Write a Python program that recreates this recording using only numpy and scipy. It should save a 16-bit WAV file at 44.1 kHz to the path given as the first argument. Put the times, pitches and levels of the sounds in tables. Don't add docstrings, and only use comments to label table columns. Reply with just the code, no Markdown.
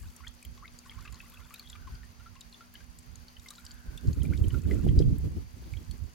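import sys
import numpy as np
from scipy import signal
from scipy.fft import rfft, irfft
from scipy.io import wavfile

SR = 44100
rng = np.random.default_rng(int(sys.argv[2]) if len(sys.argv) > 2 else 0)


def put_to_file(sound):
    columns = np.atleast_2d(sound).T
    safe = np.clip(columns, -1, 1)
    whole_steps = np.round(safe * 32767)
    wavfile.write(sys.argv[1], SR, whole_steps.astype(np.int16))


N = 270774
T = np.arange(N) / SR
HZ = np.fft.rfftfreq(N, 1 / SR)

# t/s, hold/s, cloth fizz level/dB, stream level/dB
WRINGS = [(-0.2, 0.13, -48.5, -57.5), (0.743, 0.83, -59, -61.5), (3.352, 0.19, -53.5, -64),
          (3.98, 0.8, -55.5, -62), (5.65, 0.078, -55, -85)]
GRIP_S, RELAX_S = 0.12, 0.2


def amp(db):
    return 10 ** (np.asarray(db) / 20)


def unit(x):
    return x / np.sqrt(np.mean(x ** 2) + 1e-20)


def over_hz(points):
    hz, value = np.transpose(points)
    return np.interp(np.log(HZ + 1), np.log(hz), value)


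def shaped(x, gain):
    return irfft(rfft(x) * gain, N)


def band(hz, width_hz):
    return unit(shaped(rng.standard_normal((2, N)), 1 / (1 + (2 * (HZ - hz) / width_hz) ** 2)))


def treble(low_hz):
    return unit(shaped(rng.standard_normal(N), HZ ** 2 / (HZ ** 2 + low_hz ** 2)))


def drift(rate_hz):
    return unit(shaped(rng.standard_normal(N), 1 / (1 + (HZ / rate_hz) ** 4)))


def placed(x, left_db):
    return x * amp([[left_db / 2], [-left_db / 2]])


def add(mix, s, sound):
    part = mix[..., max(round(s * SR), 0):][..., :sound.shape[-1]]
    part += sound[..., :part.shape[-1]]


def swells(rows, rise_s, fall_s, idle_db):
    power = amp(idle_db) ** 2
    for s, hold_s, db in rows:
        attack = np.clip((T - s) / rise_s, 0, 1)
        release = np.exp(-np.maximum(T - s - hold_s, 0) / fall_s)
        power = power + (amp(db) * attack * release) ** 2
    return 10 * np.log10(power)


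def reflections(x, level_db, t60_s, length_s, gap_s=0):
    t = T[:int(length_s * SR)]
    echoes = rng.standard_normal((2, len(t))) * np.exp(-np.log(1000) * t / t60_s) * (t >= gap_s)
    echoes /= np.linalg.norm(echoes[0])
    return x + amp(level_db) * signal.oaconvolve(x[None], echoes, axes=1)[:, :N]


def bubble(hz, swell_s, glide=0):
    swell_s = max(swell_s, 5e-5)
    age = T[:int(12 * swell_s * SR)] / swell_s
    pitch = hz * 2 ** (glide * swell_s * (np.minimum(age, 5) - 1))
    return age * np.exp(1 - age) * np.sin(2 * np.pi * np.cumsum(pitch) / SR)


def pop(hz, cycles=1, glide=0):
    return bubble(hz, cycles / hz, glide)


def grains(per_s, low_hz, high_hz, cycles, spread_db, clump_db, count=32):
    out, clumps = np.zeros(N), clump_db * drift(4.7)
    for hz in np.geomspace(low_hz, high_hz, count):
        chance, size, sign = rng.random((3, N), dtype=np.float32)
        at, hits = np.flatnonzero(chance < per_s / count / SR), np.zeros(N)
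        rarity = np.minimum(-np.log(1 - size[at]), 2)
        hits[at] = np.sign(sign[at] - .5) * amp(clumps[at] + spread_db * rarity)
        out += signal.oaconvolve(hits, pop(hz, cycles))[:N]
    return unit(out)


def garden_air(level_db=-59.5, sway_db=1):
    # f/Hz, relative level/dB
    colour = [(40, 19), (200, 11), (330, 7), (600, 7.5), (900, 9.5), (1250, 7.5), (2600, 4.5), (4000, 0),
              (4700, 8.5), (5200, 1.5), (6400, 5), (7600, -9), (9500, -2.5), (16000, -4.5)]
    # f/Hz, correlation (-1 to 1)
    likeness = [(100, -0.41), (290, 0.76), (640, -0.3), (1400, -0.53), (3000, 0.39), (12000, -0.48)]
    left, unrelated = rng.standard_normal((2, N))
    alike = np.clip(over_hz(likeness), -1, 1)
    right = shaped(left, alike) + shaped(unrelated, np.sqrt(1 - alike ** 2))
    hiss = unit(shaped(np.array([left, right]), amp(over_hz(colour))))
    return placed(hiss, left_db=1) * amp(level_db - sway_db * drift(10))


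def machine_hum(waver_hz=3, throb_db=2):
    # f/Hz, level/dB, left minus right/dB
    tones = [(121, -75, -2), (176, -78.5, -23), (240.8, -65, -0.5)]
    out = np.zeros((2, N))
    for hz, db, left_db in tones:
        tone = np.sqrt(2) * np.sin(2 * np.pi * np.cumsum(hz + waver_hz * drift(8.9)) / SR)
        out += placed(amp(db + throb_db * drift(17)) * tone, left_db)
    return out


def far_whirrs():
    # t/s, length/s, f/Hz, width/Hz, level/dB
    whirrs = [(1.647, 0.44, 1480, 220, -64), (3.498, 0.68, 1545, 268, -63.5)]
    out = np.zeros((2, N))
    for s, length, hz, width_hz, db in whirrs:
        fade = signal.windows.tukey(int(length * SR), .6)
        add(out, s, amp(db) * fade * band(hz, width_hz)[:, :len(fade)])
    return out


def wind(level_db=1, light_db=-35, full_db=-25, flutter_db=6, lump_db=7, lump_hz=9, split_hz=230):
    # t/s, hold/s, level/dB, left minus right/dB
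    gusts = [(-0.05, 0.11, -44, -1), (0.428, 0.16, -46.5, -1.5), (0.849, 0.44, -47.5, -17),
             (1.762, 0.18, -45.5, 4), (3.034, 0.029, -45, -13), (3.837, 0.16, -35, -39),
             (4.026, 0.07, -27, -5), (4.146, 0.61, -30, -15.5), (4.242, 0.051, -28, -4),
             (4.629, 0.2, -27, -14), (4.816, 0.29, -23.5, -4), (5.218, 0.16, -30, -4.5),
             (5.524, 0.51, -36.5, -10)]
    # f/Hz, relative level/dB
    light_colour = [(15, -55), (35, -8.5), (60, -1.5), (90, -6.5), (140, -16), (250, -27), (400, -36.5),
                    (700, -49.5), (4000, -61.5)]
    # f/Hz, relative level/dB
    full_colour = [(15, -24), (35, -2), (75, 5.5), (130, 1), (210, -7), (290, -8.5), (500, -23),
                   (720, -41.5), (1100, -47), (16000, -60)]
    rise_s, fall_s = 0.025, 0.08
    breeze_db, breeze_left_db = -52.5, -13.5
    gust_db = swells([row[:3] for row in gusts], rise_s, fall_s, breeze_db)
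    ports = []
    for side in (.5, -.5):
        pushes = [(s, hold, db + side * left_db) for s, hold, db, left_db in gusts]
        ports.append(amp(swells(pushes, rise_s, fall_s, breeze_db + side * breeze_left_db)))
    pan = np.array(ports) / np.sqrt(np.mean(np.square(ports), axis=0))
    force = np.clip((gust_db - light_db) / (full_db - light_db), 0, 1)
    noise = rng.standard_normal((2, N))
    light, full = (unit(shaped(noise, amp(over_hz(colour)))) for colour in (light_colour, full_colour))
    flow = ((1 - force) * light + force * full) * amp(gust_db + level_db)
    rumble = shaped(flow, 1 / (1 + (HZ / split_hz) ** 4))
    depth_db = lump_db * (1 - 0.76 * force)
    lumps = amp(depth_db * np.tanh(2 * np.array([drift(lump_hz), drift(lump_hz)])))
    lumps /= np.sqrt((amp(depth_db) ** 2 + amp(-depth_db) ** 2) / 2)
    flutter = (flow - rumble) * unit(amp(flutter_db * np.tanh(drift(23.6))))
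    return rumble * lumps * pan + flutter


def eddies(width_cycles=0.44, crossing_s=0.00257):
    # t/s, level/dB, f/Hz
    thumps = [(3.891, -27.5, 50), (4.085, -11, 94), (4.289, -21.5, 111), (4.419, -13.5, 87),
              (4.482, -17, 70.5), (4.658, -21, 105), (4.718, -22.5, 334), (4.867, -20.5, 400),
              (4.982, -6, 69.5), (5.004, -13.5, 310), (5.08, -13.5, 81), (5.127, -12, 128)]
    out = np.zeros((2, N))
    lead_s = np.array([[crossing_s], [-crossing_s]]) / 2
    for s, db, hz in thumps:
        turns = (T - s + lead_s) * hz
        out += amp(db) * np.exp(-(turns / width_cycles) ** 2) * np.sin(2 * np.pi * turns)
    return placed(out, left_db=-3)


def squeeze(idle_db=-69):
    return swells([(s, hold, db) for s, hold, db, _ in WRINGS], GRIP_S, RELAX_S, idle_db)


def fizz(foam_db=-17.5, seep_db=-15, seep_hz=5000):
    foam = grains(per_s=700, low_hz=5500, high_hz=15800, cycles=1, spread_db=6, clump_db=3)
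    seep = treble(seep_hz) * amp(2 * drift(8.2))
    return (amp(foam_db) * foam + amp(seep_db) * seep) * amp(squeeze())


def crackle(per_s=62, level_db=-55, spread_db=3.5, follow=0.5, low_hz=4600, high_hz=16000,
            burst_s=0.0018, tries=480, cluster=7):
    out, effort_db = np.zeros(N), squeeze()
    for place, chance, colour, strength, *pops in rng.random((tries, 4 + 2 * cluster)):
        if chance < per_s * T[-1] / tries:
            centre_hz = low_hz * (high_hz / low_hz) ** colour
            db = level_db + spread_db * min(-np.log(1 - strength), 2)
            for wait, detune in np.reshape(pops, (cluster, 2)):
                hz = min(centre_hz * 2 ** (detune - .5), SR / 2)
                s = place * T[-1] - burst_s * np.log(1 - wait)
                add(out, s, amp(db) * np.sqrt(1 - wait) * pop(hz))
    return out * amp(follow * (effort_db - effort_db.max()))


def snaps(level_db=-5, decay_s=0.0028, low_hz=9000):
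    # t/s, level/dB
    films = [(0.4502, -36.5), (1.123, -50), (1.2141, -50), (1.2989, -43), (1.339, -44), (1.5402, -35),
             (1.5944, -38.5), (2.7395, -41), (5.1836, -43)]
    bursts = np.zeros(N)
    for s, db in films:
        add(bursts, s, amp(db + level_db) * np.exp(-T[:SR // 20] / decay_s))
    return bursts * treble(low_hz)


def spits(volley_db=-2, scatter_s=0.0011, octaves=0.367, squeak_db=-4, lower_ratio=0.664, lower_db=-8,
          count=16):
    # t/s, level/dB, f/Hz
    pores = [(0.1633, -42, 8900), (0.279, -42.5, 6350), (0.427, -46.5, 8350), (0.678, -45, 3780),
             (0.7879, -41, 7020), (1.124, -47, 6840), (1.143, -46, 6400), (1.5406, -47.5, 7500),
             (1.6985, -41, 7430), (2.4082, -41.5, 7200), (2.9868, -43.5, 8200), (3.1555, -42.5, 6800),
             (3.396, -46.5, 5640), (3.4847, -39.5, 5500), (3.505, -36.5, 9260), (3.6506, -38, 7760),
             (3.6643, -45, 5600), (3.714, -44.5, 7170), (3.9742, -43.5, 8640), (4.13, -41.5, 6500),
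             (4.2322, -40, 9400), (4.375, -43.5, 5640), (4.482, -43.5, 9700), (4.9898, -38, 5840),
             (5.184, -47, 12600), (5.911, -45, 9350)]
    out = np.zeros(N)
    for s, db, pitch_hz in pores:
        volley = np.zeros(SR // 20)
        delays = scatter_s * rng.exponential(1, (2, count)).sum(0)
        pitches = np.minimum(pitch_hz * 2 ** (octaves * rng.standard_normal(count)), SR / 2)
        for delay, hz in zip(delays, pitches):
            add(volley, delay, pop(hz))
        add(out, s, amp(db + volley_db) * volley / abs(volley).max())
        for hz, part_db in (pitch_hz, squeak_db), (pitch_hz * lower_ratio, lower_db):
            add(out, s + scatter_s * rng.random(), amp(db + part_db) * pop(hz, cycles=4))
    return out


def stream(lag_s=0.018, idle_db=-69.5):
    return swells([(s + lag_s, hold, db) for s, hold, _, db in WRINGS], GRIP_S, RELAX_S, idle_db)


def trickle(level_db=-7.5):
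    patter = grains(per_s=420, low_hz=903, high_hz=4580, cycles=4, spread_db=1, clump_db=2)
    return patter * amp(stream() + level_db)


def dribble(per_s=55, at_flow_db=-66, low_hz=950, high_hz=4200, spread_db=3, tries=800):
    out, flow_db = np.zeros(N), stream()
    for place, chance, size, strength in rng.random((tries, 4)):
        at = int(place * N)
        if chance < per_s * T[-1] / tries * amp(flow_db[at] - at_flow_db):
            hz = low_hz * (high_hz / low_hz) ** size
            db = flow_db[at] + spread_db * (2 * strength - 1)
            add(out, T[at], amp(db) * pop(hz, cycles=5, glide=16))
    return out


def squirts(flutter_db=5.5, waver=0.011):
    # t/s, length/s, first f/Hz, last f/Hz, level/dB
    hollows = [(0.225, 0.043, 1268, 1690, -54.5), (0.235, 0.035, 1800, 2820, -57),
               (0.267, 0.018, 2970, 4060, -43), (0.623, 0.044, 1045, 1740, -45),
               (0.644, 0.024, 1890, 2420, -42), (0.975, 0.044, 1008, 1350, -47.5),
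               (1.639, 0.099, 3220, 3460, -55), (4.321, 0.023, 1310, 1940, -44)]
    out = np.zeros(N)
    for s, length, first_hz, last_hz, db in hollows:
        progress = T[T < length] / length
        hz = first_hz * (last_hz / first_hz) ** progress * (1 + waver * drift(200)[:len(progress)])
        early_swell = np.sin(np.pi * np.sqrt(progress)) ** 2
        add(out, s, amp(db) * early_swell * np.sin(2 * np.pi * np.cumsum(hz) / SR))
    return out * unit(amp(flutter_db * drift(200)))


def plips(tick_db=-3, ring_db=-1, cycles=4.5, glide=10, splat_db=-8, splat_s=0.0049, octaves=0.397,
          count=8):
    # t/s, f/Hz, level/dB
    drops = [(0.267, 1830, -48), (0.4259, 2460, -50), (0.45, 3170, -46), (0.896, 3240, -39.5),
             (0.9144, 2180, -45.5), (1.0553, 2600, -44), (1.0508, 1600, -49), (1.0781, 2660, -42.5),
             (1.203, 2580, -40.5), (1.343, 3340, -48.5), (1.372, 2620, -48), (1.5396, 2490, -44),
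             (1.5435, 3690, -43), (1.56, 4000, -46), (1.5957, 4360, -38), (1.674, 3700, -48),
             (1.7013, 3730, -46), (1.7297, 3320, -41.5), (1.7573, 2300.0, -49.5), (2.364, 2750, -52),
             (1.9528, 4800, -46), (2.4125, 3780, -43), (2.527, 4160, -45), (2.5438, 3480, -44.5),
             (2.754, 3070, -42), (3.2827, 4500, -43.5), (3.367, 3030, -46), (3.506, 3870, -41.5),
             (3.5815, 3870, -46), (3.6646, 4650, -41), (3.709, 4540, -42.5), (3.977, 3510, -40),
             (4.2191, 3190, -44), (4.2522, 2350, -45.5), (4.4404, 3080, -43.5), (4.5047, 2980, -43.5),
             (4.8873, 3150, -41), (4.989, 4830, -34.5), (5.023, 3200, -46), (5.7708, 3230, -45.5),
             (5.9113, 4370, -43)]
    out = np.zeros(N)
    for s, hz, db in drops:
        add(out, s, amp(db + tick_db) * pop(hz, cycles=0.5))
        add(out, s, amp(db + ring_db) * pop(hz, cycles, glide))
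        for wait, detune in zip(rng.exponential(1, count), rng.standard_normal(count)):
            droplet_hz = min(hz * 2 ** (octaves * detune), SR / 2)
            gain = amp(db + splat_db) * np.exp(-wait / 2) / 2
            add(out, s + splat_s * wait, gain * pop(droplet_hz, cycles, glide))
    return out


def swell_time(hz, above_typical_db, glide, typical_s=0.0022, typical_hz=1818, halving_db=18.5):
    size = (typical_hz / hz) ** 0.942
    gentleness = 2 ** (-above_typical_db / halving_db)
    floating = 1 + 0.11 * np.tanh(glide / 3.1)
    return typical_s * size * gentleness * floating


def drips(typical_db=-47, slap_db=-11, slap_s=0.0042, splash_db=-23, splash_s=0.03, splash_hz=2400,
          ragged_db=4, wobble_db=3, linger_db=-9):
    # t/s, f/Hz, level/dB, glide/(octaves per s)
    drops = [(0.204, 1098, -49.5, 0), (0.575, 1100, -56, 0.5), (0.859, 1090, -47, 4),
             (1.051, 1163, -48, 7.5), (1.075, 1200, -48.5, -5), (1.126, 1050, -53.5, 7.5),
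             (1.321, 1093, -58, 14.5), (1.507, 1147, -48, 15), (1.752, 1210, -51.5, 11.5),
             (1.873, 1100, -42, -22), (2.032, 1840, -46.5, -3), (2.197, 1350, -55.5, 9),
             (2.26, 1340, -48.5, 4.5), (2.354, 1040, -58, 4.5), (2.607, 1347, -48, 2),
             (2.741, 1673, -53, 0), (2.804, 1550, -55.5, 11.5), (3.46, 2100, -50, 0),
             (3.507, 1189, -48, -1.5), (3.582, 1383, -51.5, 7), (4.335, 2210, -41, 30),
             (4.543, 1430, -38.5, -6), (4.711, 2050, -36.5, -20), (5.737, 2280, -45.5, -16)]
    rings, splashes, t = np.zeros(N), np.zeros(N), T[:SR // 10]
    impact = amp(slap_db) * np.exp(-t / slap_s) + amp(splash_db) * np.exp(-t / splash_s)
    for s, hz, db, glide in drops:
        swell_s = swell_time(hz, db - typical_db, glide)
        add(rings, s, amp(db) * bubble(hz, swell_s, glide))
        linger_s = 2 * swell_s
        tail = bubble(hz * 2 ** (glide * linger_s), linger_s, glide / 2)
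        add(rings, s + linger_s, amp(db + linger_db) * tail)
        weight = np.sqrt(swell_s / 0.002)
        add(splashes, s, amp((db + typical_db) / 2) * weight * impact)
    droplets = rng.standard_normal(N) * amp(ragged_db * drift(360))
    bandpass = 1 / np.hypot((HZ / splash_hz) ** 2, (splash_hz / 2 / (HZ + 1)) ** 2 + 1)
    spray = unit(shaped(droplets, bandpass))
    wobble = unit(amp(wobble_db * drift(150)))
    return rings * wobble + splashes * spray


def scene():
    liquid = drips() + squirts() + plips() + dribble() + trickle()
    bucket = reflections(liquid, level_db=-9, t60_s=0.16, length_s=0.1, gap_s=0.0008)
    cloth = spits() + snaps() + fizz() + crackle()
    bag = reflections(cloth, level_db=-3, t60_s=0.022, length_s=0.05)
    garden = garden_air() + machine_hum() + far_whirrs()
    return placed(bucket, left_db=2.5) + placed(bag, left_db=2) + garden + wind() + eddies()


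def record(dry, treble_left_db=3, treble_hz=10000, edge_hz=16150):
    tilt_db = treble_left_db / 2 * HZ ** 2 / (HZ ** 2 + treble_hz ** 2)
    coloured = shaped(dry, amp([tilt_db, -tilt_db]))
    lowpass = signal.firwin(511, edge_hz, window=("kaiser", 9), fs=SR)
    return signal.oaconvolve(coloured, lowpass[None], "same")


dry = scene()
out = record(dry)
put_to_file(out)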